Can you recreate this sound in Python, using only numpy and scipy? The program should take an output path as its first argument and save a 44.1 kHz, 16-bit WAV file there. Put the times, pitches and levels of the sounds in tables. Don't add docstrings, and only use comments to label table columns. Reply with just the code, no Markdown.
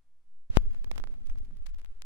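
import sys
import numpy as np
from scipy import signal
from scipy.fft import rfft, irfft, next_fast_len
from scipy.io import wavfile
from scipy.ndimage import map_coordinates

SR = 44100
rng = np.random.default_rng(int(sys.argv[2]) if len(sys.argv) > 2 else 0)


def unload_wav(signal):
    wavfile.write(
        sys.argv[1],
        SR,
        np.round(np.clip(np.atleast_2d(signal).T, -1, 1) * 32767).astype(np.int16),
    )


N = 90404
LAND_S, POP_S = 0.4997, 0.5711


def amp(db):
    return 10 ** (np.asarray(db) / 20)


def unit(x):
    return x / np.sqrt(np.mean(x ** 2) + 1e-20)


def clock():
    return np.arange(N) / SR


def level(points):
    return amp(np.interp(clock(), *np.transpose(points)))


def fade_in(start_s, fade_s):
    return np.sin(np.pi / 2 * np.clip((clock() - start_s) / fade_s, 0, 1)) ** 2


def filtered(x, response):
    size = next_fast_len(N + SR // 2)
    return irfft(rfft(x, size) * response(np.fft.rfftfreq(size, 1 / SR)), size)[..., :N]


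def coloured(x, points):
    pitch_hz, gain_db = np.transpose(points)
    return unit(filtered(x, lambda hz: amp(np.interp(np.log(hz + 1), np.log(pitch_hz + 1), gain_db))))


def wobble(per_s):
    return unit(map_coordinates(rng.standard_normal(size=int(N * per_s / SR) + 4), [1 + clock() * per_s]))


def stereo_noise(alike):
    a, b = rng.standard_normal((2, N))
    angle = np.arccos(alike) / 2
    shared, opposed = np.cos(angle) * a, np.sin(angle) * b
    return np.array([shared + opposed, shared - opposed])


def grains(per_s, spread_db):
    sizes = amp(spread_db * np.minimum(rng.standard_normal((2, N)), 2))
    return (rng.random((2, N)) < per_s / SR) * sizes * [[-1], [1]]


def kick(ms, rise_ms, decay_ms):
    return np.exp(-np.abs(ms) / np.where(ms < 0, rise_ms, decay_ms))


def on_wall(wall, x, leak=0.15):
    return np.outer([-1, leak] if wall == "L" else [-leak, 1], x)


# pitch_hz, level_db
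HUM_TONES = [(60, -81.5), (120, -92)]
# pitch_hz, gain_db
AMPLIFIER_TONE = [(10, 9.5), (40, -15.5), (100, -20), (240, -21), (330, -28), (1000, -28), (4000, -36.5),
                  (11000, -38.5), (13000, -50.5)]
def amplifier():
    hum = sum(np.sqrt(2) * amp(db) * np.sin(2 * np.pi * (hz * clock() + rng.random()))
              for hz, db in HUM_TONES)
    noise = amp(-72) * coloured(stereo_noise(alike=0.23), AMPLIFIER_TONE)
    drift = amp(-40.5) * wobble(per_s=4.82)
    return hum + noise + drift


# start_s, relative_level_db, pitch_hz, ring_s (time to fade by 60 dB)
TIP_BOUNCES = [(0.5, -10.5, 43.3, 0.041), (0.55, -22, 29.14, 0.071)]
def landing():
    bounce = 0
    for start_s, db, hz, ring_s in TIP_BOUNCES:
        age_s = np.maximum(clock() - start_s, 0)
        bounce = bounce + amp(db - 60 * age_s / ring_s) * np.sin(2 * np.pi * hz * age_s)
    return np.outer([-0.75, 1.15], bounce)


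# time_s, level_db
SKID_LEVELS = [(.5, -61), (.53, -55), (.552, -52), (.559, -46.5), (.57, -40.5), (.58, -68), (.6, -83.5)]
# pitch_hz, gain_db
SKID_TONE = [(30, 3), (200, 2.5), (1500, -5.5), (3000, -7.5), (6000, -15), (10000, -24.5), (16000, -40)]
def skid():
    scrape = coloured(stereo_noise(alike=-0.42), SKID_TONE) * level(SKID_LEVELS)
    end_s = SKID_LEVELS[-1][0]
    return scrape * fade_in(LAND_S, 0.0033) * (1 - fade_in(end_s, 0.023))


# time_s, level_db
ROAR_LEVELS = [(.6, -55.5), (.86, -59.5), (.95, -56.5), (1.25, -61), (1.5, -65), (2, -76.5)]
# pitch_hz, gain_db
ROAR_TONE = [(30, -4.5), (100, 5), (200, -0.5), (400, -8), (800, -17), (2000, -43.5)]
def roar():
    return coloured(stereo_noise(alike=-0.8), ROAR_TONE) * level(ROAR_LEVELS) * fade_in(LAND_S, 0.02)


# pitch_hz, left_db, right_db
MOTOR_TONES = [(192.7, -68.5, -84.5), (209, -70.5, -73.5), (229, -88, -74.5), (247, -71, -70.5),
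               (284, -89.5, -89.5)]
def motor(off_s=1.534, speed_waver=0.014, flutter_db=0.6):
    turning_s = np.cumsum(1 + speed_waver * wobble(per_s=23)) / SR
    drone = 0
    for hz, left_db, right_db in MOTOR_TONES:
        tone = np.sqrt(2) * np.sin(2 * np.pi * (hz * turning_s + rng.random()))
        flutter = amp(flutter_db * wobble(per_s=23))
        drone = drone + np.outer(amp([left_db, right_db]), tone * flutter)
    return drone * fade_in(LAND_S, 0.06) * (1 - fade_in(off_s, 0.095))


# time_s, level_db
SWAY_LEVELS = [(.52, -43), (.62, -28.5), (.8, -30), (1, -31), (1.2, -38.5), (1.32, -25), (1.45, -33),
               (1.56, -37.5), (1.72, -28), (2.04, -50.5)]
# pitch_hz, gain_db
SWAY_TONE = [(4, -14.5), (11, -3), (17, -2.5), (28, -19.5), (50, -31), (80, -45.5), (600, -110)]
BEARING_TONE = [(10, -8), (30, 7), (50, -7.5), (80, -13.5), (130, -19), (250, -33), (2000, -100)]
def rumble():
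    sway = coloured(stereo_noise(alike=-0.36), SWAY_TONE) * level(SWAY_LEVELS)
    bearing = amp(-54) * coloured(stereo_noise(alike=-0.54), BEARING_TONE)
    return (sway + bearing) * fade_in(LAND_S, 0.11)


# middle_s, half_length_s, left_level_db
FIZZ_BURSTS = [(0.563, 0.008, -48.5), (0.742, 0.02, -73.5), (0.958, 0.0036, -60.5), (1.263, 0.0091, -69.5),
               (1.376, 0.0048, -65), (1.453, 0.008, -67), (1.666, 0.0057, -55), (1.691, 0.017, -68)]
# pitch_hz, gain_db
FIZZ_TONE = [(100, -19.5), (1500, 4.5), (5000, -1), (10000, -5.5), (16000, -14.5)]
def fizz(right_db=-4.5):
    swell = sum(amp(db) * np.exp(-((clock() - middle_s) / half_s) ** 2)
                for middle_s, half_s, db in FIZZ_BURSTS)
    grit = coloured(grains(per_s=1600, spread_db=6), FIZZ_TONE)
    return swell * grit * amp([[0], [right_db]])


def pop(crack_lag_ms=0.086, bass_cut_hz=22, resonance=1.27):
    ms = (np.arange(N) - round(POP_S * SR)) * 1000 / SR
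    surge = kick(ms - crack_lag_ms / 2, rise_ms=0.041, decay_ms=5.2)
    crack = kick(ms - crack_lag_ms, rise_ms=0.041, decay_ms=0.24)
    bass_cut = lambda hz: -hz ** 2 / (bass_cut_hz ** 2 - hz ** 2 + 1j * hz * bass_cut_hz / resonance)
    left = filtered(amp(-2) * (surge + crack), bass_cut)
    twitch = kick(ms, rise_ms=0.06, decay_ms=0.03)
    recoil = 0.42 * kick(ms - 0.15, rise_ms=0.06, decay_ms=0.15)
    return np.array([left, amp(-15) * (twitch - recoil)])


# time_s, relative_level_db
WEAR_LEVELS = [(.58, -66), (.69, -71), (.75, -66), (.8, -71.5), (.905, -75.5), (.93, -65), (.99, -66),
               (1.04, -76), (1.11, -70), (1.21, -76), (1.29, -72.5), (1.42, -76.5), (1.64, -75.5),
               (1.675, -72), (1.72, -75), (2.04, -79)]
# pitch_hz, gain_db
HISS_TONE = [(30, 6.5), (250, 1.5), (600, 2.5), (1200, 2.5), (2500, -2.5), (5000, -11), (9000, -18),
             (12000, -31), (16000, -48)]
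CRACKLE_TONE = [(30, 3), (500, 4.5), (2500, 2), (6000, -6.5), (12000, -9.5), (16000, -25)]
def surface():
    hiss = amp(1) * coloured(stereo_noise(alike=-0.46), HISS_TONE)
    crackle = amp(-3) * coloured(grains(per_s=420, spread_db=7), CRACKLE_TONE)
    lean_left = amp([[0.75], [-0.75]])
    return (hiss + crackle) * level(WEAR_LEVELS) * fade_in(POP_S, 0.005) * lean_left


def jolt(ms, decay_ms, tail_share=0.054):
    rise_ms = 0.36 * decay_ms
    tail = kick(ms, rise_ms, decay_ms=0.88)
    return (1 - tail_share) * kick(ms, rise_ms, decay_ms) + tail_share * tail


# time_s, wall (L or R), first_kick_db, crossing_ms, rebound (times first kick), decay_ms
DUST_SPECKS = [ (0.7089, "L", -42, 0.23, 0.42, 0.073), (0.7472, "R", -34, 0.32, 0.06, 0.114),
               (0.844, "R", -27.5, 1.45, 0.93, 0.073), (0.8732, "R", -42, 0.42, .8, 0.23),
               (0.9144, "R", -17, 0.67, 0.69, 0.079), (0.9589, "R", -31.5, 0.73, 0.2, 0.094),
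               (0.9626, "R", -34.5, 0.45, 0.62, 0.1), (0.9795, "R", -30.5, 0.47, 3.66, 0.083),
               (0.9834, "R", -27, 0.21, 0.062, .05), (0.9997, "R", -28, 0.42, 0.35, 0.12),
               (1.0392, "R", -36.5, .33, 4.4, 0.09), (1.0730, "R", -41.5, 0.33, 3.7, 0.16),
               (1.1405, "R", -42.5, 0.6, 1.04, 0.13), (1.2590, "L", -42.5, 0.089, .2, 0.043),
               (1.271, "L", -34, 0.094, 0.45, 0.02), (1.2986, "L", -34, .25, 0.56, 0.074),
               (1.3077, "R", -40.5, .2, 0.14, 0.048), (1.3582, "R", -40.5, 0.36, 0.14, 0.14),
               (1.3856, "R", -36, 0.05, 0.29, 0.045), (1.5090, "R", -46, 0.35, 0.23, 0.16),
               (1.5705, "L", -40.5, 0.13, 0.15, 0.024), (1.6607, "L", -36, 0.12, 0.4, 0.043),
               (1.6659, "L", -29.5, 0.078, 0.23, 0.059), (1.6694, "L", -33, 0.078, .5, 0.064),
               (1.7438, "L", -42, 0.11, 0.32, 0.057), (1.7466, "L", -42.5, 0.1, 0.3, 0.04),
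               (1.7863, "L", -36, 0.19, 0.13, 0.036), (1.7932, "L", -40, 0.13, 0.16, 0.045),
               (1.7986, "L", -39, 0.12, 0.08, 0.062), (1.8165, "L", -37.5, 0.26, 0.26, 0.042),
               (1.8474, "L", -33, 0.2, 0.43, 0.053), (1.86, "L", -40.5, 0.15, 0.93, 0.089),
               (2.0210, "L", -20.5, 0.048, 0.93, 0.11)]
def clicks():
    out = np.zeros((2, N + SR))
    lead = SR // 200
    ms = np.arange(-lead, 3 * lead) * 1000 / SR
    for time_s, wall, db, crossing_ms, rebound, decay_ms in DUST_SPECKS:
        ride_over = 0.21 * np.sin(np.pi * np.clip(ms / crossing_ms, 0, 1))
        drop_off = rebound * jolt(ms - crossing_ms, decay_ms)
        click = amp(db) * (jolt(ms, decay_ms) + ride_over - drop_off)
        start = round(time_s * SR) - lead
        out[:, start:start + len(ms)] += on_wall(wall, click)
    return out[:, :N]


# middle_s, wall (L or R), level_db, half_width_ms
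TIP_SWINGS = [(.9152, "R", -46, 1.36), (.9305, "L", -41, 1.53), (.9618, "R", -40.5, 2.4),
              (1.0001, "R", -41.5, 0.82), (1.0394, "R", -34, 0.2), (1.1021, "L", -47, .5)]
def thuds():
    out = 0
    for middle_s, wall, db, half_width_ms in TIP_SWINGS:
        position = (clock() - middle_s) * 1000 / half_width_ms
        swing = -position * np.exp((1 - position ** 2) / 2)
        out = out + on_wall(wall, amp(db) * swing)
    return out


# pitch_hz, left_level_db, ring_s (time to fade by 60 dB)
KNOCK_TONES = [(137.7, -49, 0.26), (181, -51, 0.13), (252, -49.5, 0.06)]
def lift_stop(start_s=1.507):
    age_s = np.maximum(clock() - start_s, 0)
    ring = sum(amp(db - 60 * age_s / ring_s) * np.sin(2 * np.pi * hz * age_s)
               for hz, db, ring_s in KNOCK_TONES)
    return np.outer([1, 0.25], ring * fade_in(start_s, 0.0065))


def scene():
    touchdown = landing() + skid() + pop()
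    groove = surface() + clicks() + thuds() + fizz() + roar()
    machinery = rumble() + motor() + lift_stop()
    return touchdown + groove + machinery + amplifier()


def record(dry):
    treble_cut = signal.cheby2(16, 70, 17400, fs=SR, output="sos")
    return signal.sosfiltfilt(treble_cut, np.clip(dry, -1, 1))


dry = scene()
out = record(dry)
unload_wav(out)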